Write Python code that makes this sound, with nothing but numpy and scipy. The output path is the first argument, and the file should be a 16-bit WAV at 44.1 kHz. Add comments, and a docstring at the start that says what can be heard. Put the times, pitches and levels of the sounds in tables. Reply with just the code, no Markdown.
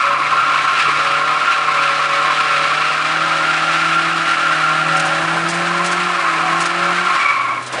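"""Two tyres squeal at once, throbbing with each wheel turn, over engine drone: a long drift heard in the cabin.
Squeal: stick-slip tones with unsteady pitch. Scrub, low roar, rattles, knocks, moans: shaped noise.
Engine: summed harmonics of a four-cylinder four-stroke cycle, geared to the wheel.
Near the end the throttle shuts, the lower tyre clears to a whistle, and a broad surge comes as it returns."""
import sys
import numpy as np
from scipy import signal
from scipy.fft import rfft, irfft
from scipy.io import wavfile

SR = 44100
rng = np.random.default_rng(int(sys.argv[2]) if len(sys.argv) > 2 else 0)


def put_to_file(sound):
    """Save the sound as 16-bit audio at rate SR, in the file named by the first command-line argument."""
    columns = np.atleast_2d(sound).T  # one column per channel
    safe = np.clip(columns, -1, 1)
    whole_steps = np.round(safe * 32767)
    wavfile.write(sys.argv[1], SR, whole_steps.astype(np.int16))


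N = 343960
TIME_S = np.arange(N) / SR
BINS_HZ = np.fft.rfftfreq(N, 1 / SR)

# Half lengths and half widths are to 1/e of a Gaussian swell. Source levels are ahead of the cabin.
# Low roar through the body: [f/Hz, relative density/dB]
ROAR_COLOUR = [(20, -28), (45, -29), (75, -16), (110, -7), (230, -6), (300, 2), (450, -1.5), (650, 4.5),
               (850, 4), (1300, 1.5), (2500, -13.5), (8000, -22)]
ROAR_DB = -32.5
# Swells of the low roar, the last a broad surge as the throttle returns: [t/s, half length/s, change/dB]
ROAR_SWELLS = [(.38, 0.28, 2.5), (1.02, 0.15, 2.5), (5.42, 0.33, 6.5), (6.5, .25, 4.5), (7.52, 0.094, 2.5),
               (7.76, .06, 9.5)]
# Knocks through the body: [t/s, peak of noise envelope/dB, centre f/Hz]
KNOCKS = [(.85, -40, 125), (.877, -26.5, 410), (0.977, -28, 407), (5.33, -48, 110), (7.125, -42, 105)]
# Loose bits rattling: [t/s, nominal peak/dB, length/s]
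RATTLES = [(4.964, -20, 0.017), (4.995, -17, 0.013), (5.049, -24, 0.037), (5.484, -19, 0.039),
           (5.536, -26, 0.035), (5.843, -21.5, 0.024), (5.86, -22, 0.024), (5.913, -21, 0.026),
           (6.602, -18, 0.03), (6.654, -16.5, 0.017), (7.622, -30.5, 0.022), (7.645, -39, 0.022),
           (7.662, -26.5, 0.029), (7.723, -24.5, 0.029)]
# Rattle spectrum: [f/Hz, relative density/dB]
RATTLE_COLOUR = [(1000, -22), (3000, 0), (4500, 1), (6500, 0.5), (8000, -0.5), (10000, -2.5)]
RATTLE_TAIL_DB, RATTLE_TAIL_S = -14, 0.033  # tail against the main clatter, decay constant
# Engine resonance swells, two narrow moans near 750 Hz, then a broad throttle-return surge:
# [t/s, peak level/dB, centre f/Hz, bandwidth/Hz, half length/s]
ENGINE_SWELLS = [(5.026, -26, 760, 10, 0.22), (6.47, -27, 746, 26, 0.11), (7.79, -26, 637.4, 325, 0.041)]
# Cabin resonances, for all but engine and its swells: [f/Hz, width/Hz, gain of each alone/dB]
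CABIN_MODES = [(567, 14, -3), (1024, 26, 7.5), (1076.5, 13.3, 5), (1075, 8.6, 4), (1194, 19, 4),
               (1276, 7.8, 5), (1380, 8.6, 8), (1549, 22, 6.5), (1666, 20, 2.5), (1960, 23, 7.5),
               (2100, 39, 6.5), (2203, 13, 7), (2268, 21, 8), (2390, 34, 6.5), (2518, 40, 3.5),
               (2510, 26, 0.5), (2723, 13, 7), (3250, 37, 3.5), (3330, 30, 1.5), (3980, 14, 7.5),
               (4100, 27, 0.5)]

# Engine speed: [t/s, firing rate/Hz]
FIRING_RATE = [(0, 140), (.35, 147), (.8, 145.1), (1.0, 148.8), (1.42, 154), (2.0, 148.4), (2.25, 152.2),
               (2.55, 150.1), (3.0, 153.8), (3.2, 161.9), (3.4, 158.7), (4.15, 164.9), (4.65, 156.7),
               (4.9, 160.1), (5.15, 160.9), (5.6, 171), (6.08, 177.1), (6.36, 162.2), (6.5, 166.4),
               (7.1, 179.1), (7.3, 139.2), (7.45, 124.4), (7.65, 124.1), (7.8, 139.2)]
# Throttle eased (-) or pressed (+): [t/s, half length/s, change/dB]
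THROTTLE = [(0, 0.062, -9), (.75, .1, -5), (1.5, 0.14, -9), (2.95, .15, -1), (4.35, 0.14, -7.5),
            (4.85, 0.38, 6), (5.55, 0.41, 2), (6.23, .11, -12), (6.7, 0.074, -7), (7.23, 0.13, -18)]
# Exhaust booms: [multiple of firing rate, level far from resonance/dB, resonance/Hz, half width/Hz,
# swell/dB, share of throttle change]
BOOMS = [(1, -43, 171, 14.3, 12, 0.96), (2, -50.5, 342, 35, 20, 0.45), (3, -53, 455, 16, 12, .3)]
# Rasp from unequal cylinders: [multiple of four-stroke cycle rate, relative level/dB]
RASP_ORDERS = [(5, -22), (6, -23.5), (7, -14), (9, -14.5), (10, -21), (11, -18), (13, -16), (14, -19),
               (15, -12.5), (16, -4), (17, -11), (18, -12.5), (19, -11), (20, -8), (21, -10.5), (22, -12),
               (23, -23), (24, -7.5)]
# Rasp hardening with revs: [firing rate/Hz, gain/dB]
RASP_BY_RATE = [(126, -57), (140, -41.5), (150, -37.5), (160, -34), (178, -33.5)]
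RASP_THROTTLE_SHARE = .15
# Body panels booming as a rasp order crosses them: [f/Hz, width/Hz, gain of each alone/dB]
PANEL_MODES = [(561.5, 4.16, 21), (760, 38, 10.5)]

# Rubber tearing over grit: [t/s, level before swells/dB]
SCRUB_LEVEL = [(0, -21), (.17, -26.5), (.3, -23.5), (.95, -20.5), (1.35, -22.5), (2.2, -20.5), (3.9, -21.5),
               (5.1, -23), (5.45, -24), (5.7, -23), (6.35, -23.5), (7.2, -22.5), (7.67, -35), (7.8, -24.5)]
# Scrub spectrum: [f/Hz, relative density/dB]
SCRUB_COLOUR = [(400, -41), (800, -15.5), (1100, -5.5), (1500, 2), (1780, 5), (2000, -3.5), (2400, -2.5),
                (2850, -2.5), (3100, -4.5), (4000, -7), (5000, -11.5), (6000, -16.5), (8000, -19.5),
                (10000, -24.5)]
# Slow change in scrub colour, roar and fizz grow until 5.5 s, then ease: [t/s, lift against the middle/dB]
SCRUB_BODY = [(0, -1.5), (1, -2), (3, -1.5), (3.8, 0), (5, 1.5), (5.5, 3), (7.1, 1.5), (7.5, 0), (7.8, 0.5)]
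FIRINGS_PER_WHEEL_TURN = 15.55
# Grippy tread patches: [place/turns, strength, half length/turns]
PATCHES = [(.025, 3.82, 0.078), (.39, 2.27, .14), (.66, .7, .06)]
# Tyres biting harder, squeal clears and scrub surges: [t/s, half length/s, relative strength]
BITES = [(.6, 0.039, .7), (.8, 0.059, 1), (1.52, 0.038, 1.07), (1.82, 0.051, 0.55), (2.52, 0.063, 0.81),
         (2.85, 0.054, .4), (3.75, 0.212, 0.67), (4.3, 0.039, 0.81), (4.99, 0.061, 0.78),
         (6.61, 0.028, 0.49), (7.26, .07, 0.55)]
BITE_SCRUB_DB = 3  # per unit strength
# Slide: [t/s, higher tyre pitch before bends/Hz, higher tyre level/dB, lower tyre level/dB], levels before rock
SLIDE = [(0, 1350, -21.5, -18), (.15, 1320, -19, -20.5), (1.0, 1320, -18, -23), (1.9, 1310, -19.5, -21.5),
         (2.9, 1320, -18.5, -25.5), (3.9, 1370, -19.5, -30.5), (4.65, 1365, -17.5, -27.5),
         (5.08, 1390, -21, -34), (5.3, 1350, -21.5, -26), (5.5, 1340, -26.5, -34), (5.7, 1330, -23.5, -23),
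         (6.35, 1299, -19.5, -24.5), (6.56, 1310, -23.5, -21.5), (6.68, 1375, -20.5, -28),
         (7.1, 1325, -21.5, -21), (7.25, 1334, -20, -18.5), (7.57, 1277, -27, -20), (7.68, 1300, -41, -56),
         (7.8, 1340, -38, -60)]
LOW_PITCH_RATIO = .865  # lower tyre / higher tyre
# Body rocks on entering the drift, passing load from tyre to tyre; bend is a share of pitch
ROCK_HZ, ROCK_PEAK_S, ROCK_SETTLE_S, ROCK_DB, ROCK_BEND = 2.8, 0.0494, 1.2, 3.5, 0.0249
# Pitch roughness (scales the bends): base, then change per unit bite and at full whistle
SLIDE_ROUGH, BITE_ROUGH, WHISTLE_ROUGH = .8, -0.2403, -0.459
# Octave against fundamental: base, then the same changes
SLIDE_OCTAVE_DB, BITE_OCTAVE_DB, WHISTLE_OCTAVE_DB = -11, 4.5, 7
# Lower tyre clears to a whistle as wheelspin dies; its octave lift then fades
WHISTLE_START_S, WHISTLE_RISE_S, WHISTLE_OCTAVE_FADE_S = 7.15, .09, .3
WHISTLE_STEADYING = .5  # share of the wheel's throb removed at full whistle, both tyres
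TREAD_CUTOFF_HZ = 960
EDGE_HZ = 10150  # final band limit


def amp(db):
    """Decibels to gain."""
    return 10 ** (np.asarray(db) / 20)


def unit(x):
    """Scale to rms 1."""
    return x / np.sqrt(np.mean(x ** 2) + 1e-20)


def follow(rows):
    """Interpolate each column of a time table at every sample."""
    t_s, *columns = np.transpose(rows)
    return [np.interp(TIME_S, t_s, column) for column in columns]


def swells(rows):
    """Sum of Gaussian swells: time, half length, height."""
    return sum(height * np.exp(-((TIME_S - t_s) / half_s) ** 2) for t_s, half_s, height in rows)


def coloured(points):
    """Noise of rms 1, spectrum interpolated over log frequency."""
    hz, db = np.transpose(points)
    gain = amp(np.interp(np.log(BINS_HZ + 1), np.log(hz), db))
    return unit(irfft(rfft(rng.standard_normal(N)) * gain, N))


def wander(rate_hz):
    """Low-passed random drift of rms 1, mostly below the given rate."""
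    return unit(irfft(rfft(rng.standard_normal(N)) / (1 + (BINS_HZ / rate_hz) ** 4), N))


def ring(x, modes):
    """Product of resonances, each raising or lowering a narrow band."""
    response = np.prod([1 + (amp(db) - 1) / (1 + 2j * (BINS_HZ - hz) / width_hz)
                        for hz, width_hz, db in modes], axis=0)
    return irfft(rfft(x) * response, N)


def reflections(x, t60_s, size=4096):
    """Dense early echoes off glass and dashboard, dying fast."""
    t_s = np.arange(size) / SR
    spectrum = rfft(rng.standard_normal(size) * amp(-60 * t_s / t60_s), 2 * size)
    # phase only: smears time, leaves colour nearly even
    echoes = irfft(spectrum / abs(spectrum))[:size]
    return signal.fftconvolve(x, echoes)[:N]


def low_roar():
    """Low roar through the body: coloured noise with a random lumpy level."""
    level_db = ROAR_DB + swells(ROAR_SWELLS) + 2.1 * wander(rate_hz=28)
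    return amp(level_db) * coloured(ROAR_COLOUR)


def knocks():
    """Dull, heavily damped blows through the suspension: noise bands under short pulses."""
    out = np.zeros(N)
    for t_s, db, hz in KNOCKS:
        age = np.maximum(TIME_S - t_s, 0) / 0.011  # in rise times
        band = coloured([(hz / 2, -14), (hz, 0), (hz * 2, -14), (hz * 10, -60)])
        out += amp(db) * age * np.exp(1 - age) * band
    return out


def rattles():
    """Dense clatter of loose bits: bright flickering noise in short bursts with faint tails."""
    shake = np.zeros(N)
    for t_s, db, length_s in RATTLES:
        age_s = np.maximum(TIME_S - t_s, 0)
        rise = 1 - np.exp(-age_s / 0.0024)
        fall = np.exp(-(age_s / length_s) ** 3) + amp(RATTLE_TAIL_DB) * np.exp(-age_s / RATTLE_TAIL_S)
        shake += amp(db - 3.5) * rise * fall
    return shake * unit(coloured(RATTLE_COLOUR) * amp(1.2 * wander(rate_hz=1000)))


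def engine_swells():
    """Noise bands for engine resonance: two narrow moans, then a broad throttle-return surge."""
    out = np.zeros(N)
    for t_s, db, hz, width_hz, half_s in ENGINE_SWELLS:
        gain = 1 / (1 + (2 * (BINS_HZ - hz) / width_hz) ** 2)
        band = unit(irfft(rfft(rng.standard_normal(N)) * gain, N))
        out += amp(db) * np.exp(-((TIME_S - t_s) / half_s) ** 2) * band
    return out


def engine(firing_hz):
    """Exhaust booms on firing harmonics plus cycle-order rasp; uneven combustion shakes the rasp most."""
    firing_angle = 2 * np.pi * np.cumsum(firing_hz * (1 + 0.0015 * wander(rate_hz=11.0))) / SR
    throttle_db = swells(THROTTLE)
    boom = np.zeros(N)
    for multiple, far_db, hz, half_hz, swell_db, share in BOOMS:
        k = round(multiple)
        nearness = np.exp(-((k * firing_hz - hz) / half_hz) ** 2)
        db = far_db + swell_db * nearness + share * throttle_db
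        boom += amp(db + 1.3 * wander(rate_hz=39)) * np.cos(k * firing_angle + k - 1)
    cycle_angle = firing_angle / 4  # four firings per cycle
    rasp = np.zeros(N)
    for order, db in RASP_ORDERS:
        level = amp(db) * (1 + 0.29 * wander(rate_hz=9.2))
        rasp += level * np.cos(round(order) * cycle_angle + 2 * np.pi * rng.random())
    rasp_db = np.interp(firing_hz, *np.transpose(RASP_BY_RATE)) + RASP_THROTTLE_SHARE * throttle_db
    return np.sqrt(2) * (boom + amp(rasp_db) * ring(rasp, PANEL_MODES))


def tread_grip(wheel_angle):
    """Grip rises as each tread patch meets the road; mean removed."""
    turns = wheel_angle / (2 * np.pi)
    grip = np.zeros(N)
    for place, strength, half_turns in PATCHES:
        offset = (turns - place + .5) % 1 - .5
        grip += strength * np.exp(-(offset / half_turns) ** 2)
    return grip - grip.mean()


def scrub(wheel_angle):
    """Gritty hiss of sliding rubber, modulated by wheel turn and bites."""
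    hiss, roar_hz, fizz_hz = coloured(SCRUB_COLOUR), 2000, 6000
    middle = 1 / (1 + (BINS_HZ / fizz_hz) ** 8) - 1 / (1 + (BINS_HZ / roar_hz) ** 8)
    roar_and_fizz = irfft(rfft(hiss) * (1 - middle), N)
    hiss = hiss + (amp(follow(SCRUB_BODY)[0]) - 1) * roar_and_fizz
    turn_db = 0.27 * tread_grip(wheel_angle) - 0.27 * np.cos(wheel_angle)
    flicker_db = 0.98 * wander(rate_hz=31) + 0.98 * wander(rate_hz=170)
    level_db = follow(SCRUB_LEVEL)[0] + BITE_SCRUB_DB * swells(BITES) + turn_db + flicker_db
    return amp(level_db) * hiss


def squeal(pitch_hz, whistle, grip, swing, jitter, throb_db, flutter_db, count=2):
    """Tread blocks stick and slip near one pitch; grip bends and swells them."""
    bite = swells(BITES)
    rough = np.maximum(SLIDE_ROUGH + BITE_ROUGH * bite + WHISTLE_ROUGH * whistle, 0)
    whistle_age_s = np.maximum(TIME_S - WHISTLE_START_S - WHISTLE_RISE_S, 0)
    fresh = whistle * np.exp(-whistle_age_s / WHISTLE_OCTAVE_FADE_S)
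    octave_db = SLIDE_OCTAVE_DB + BITE_OCTAVE_DB * bite + WHISTLE_OCTAVE_DB * fresh
    out = np.zeros(N)
    for block in range(count):
        bend = swing * grip + .045 * wander(rate_hz=26) + jitter * wander(rate_hz=260)
        angle = 2 * np.pi * (np.cumsum(pitch_hz * (1 + rough * bend)) / SR + rng.random())
        slip = np.sin(angle) + amp(octave_db) * np.sin(2 * angle)
        slip += amp(octave_db - 21.5) * np.sin(3 * angle)
        out += slip * amp(flutter_db * wander(rate_hz=230))
    return unit(out * amp(throb_db * grip))


def tyres(wheel_angle):
    """Two spinning tyres on one axle: the lower throbs hard per turn, the higher a little."""
    pitch_hz, high_db, low_db = follow(SLIDE)
    rock = np.cos(2 * np.pi * ROCK_HZ * (TIME_S - ROCK_PEAK_S)) * np.exp(-TIME_S / ROCK_SETTLE_S)
    pitch_hz = pitch_hz * (1 + ROCK_BEND * rock)
    whistle = np.clip((TIME_S - WHISTLE_START_S) / WHISTLE_RISE_S, 0, 1)
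    grip = tread_grip(wheel_angle) * (1 - WHISTLE_STEADYING * whistle)
    high_grip = 0.36 * grip + 0.9 * wander(rate_hz=24.6)
    low_grip = grip + 0.32 * wander(rate_hz=28.0)
    high = squeal(pitch_hz, 0, high_grip, swing=-.012, jitter=.088, throb_db=1.6, flutter_db=2.0)
    low = squeal(pitch_hz * LOW_PITCH_RATIO, whistle, low_grip,
                 swing=-0.01597, jitter=.062, throb_db=2.5, flutter_db=4.5)
    both = amp(high_db + ROCK_DB * rock) * high + amp(low_db - ROCK_DB * rock) * low
    # tread vibrates little below its first resonance
    highpass = signal.butter(6, TREAD_CUTOFF_HZ, "highpass", fs=SR, output="sos")
    return signal.sosfilt(highpass, both)


def scene():
    """Engine and wheel geared together; cabin resonances colour all but engine and its swells."""
    firing_hz, = follow(FIRING_RATE)
    wheel_angle = 2 * np.pi * np.cumsum(firing_hz) / SR / FIRINGS_PER_WHEEL_TURN
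    outside = low_roar() + scrub(wheel_angle) + reflections(tyres(wheel_angle), t60_s=0.035)
    cabin = ring(outside + rattles() + knocks(), CABIN_MODES) * amp(-1.05)
    return (cabin + engine(firing_hz) + engine_swells())[None]


def record(dry):
    """Microphone: soft saturation of peaks, then linear-phase low-pass."""
    ceiling = 0.88
    rounded = ceiling * np.tanh(dry / ceiling)
    lowpass = signal.firwin(1023, EDGE_HZ, window=("kaiser", 9), fs=SR)
    return signal.oaconvolve(rounded, lowpass[None], "same")


dry = scene()
out = record(dry)
put_to_file(out)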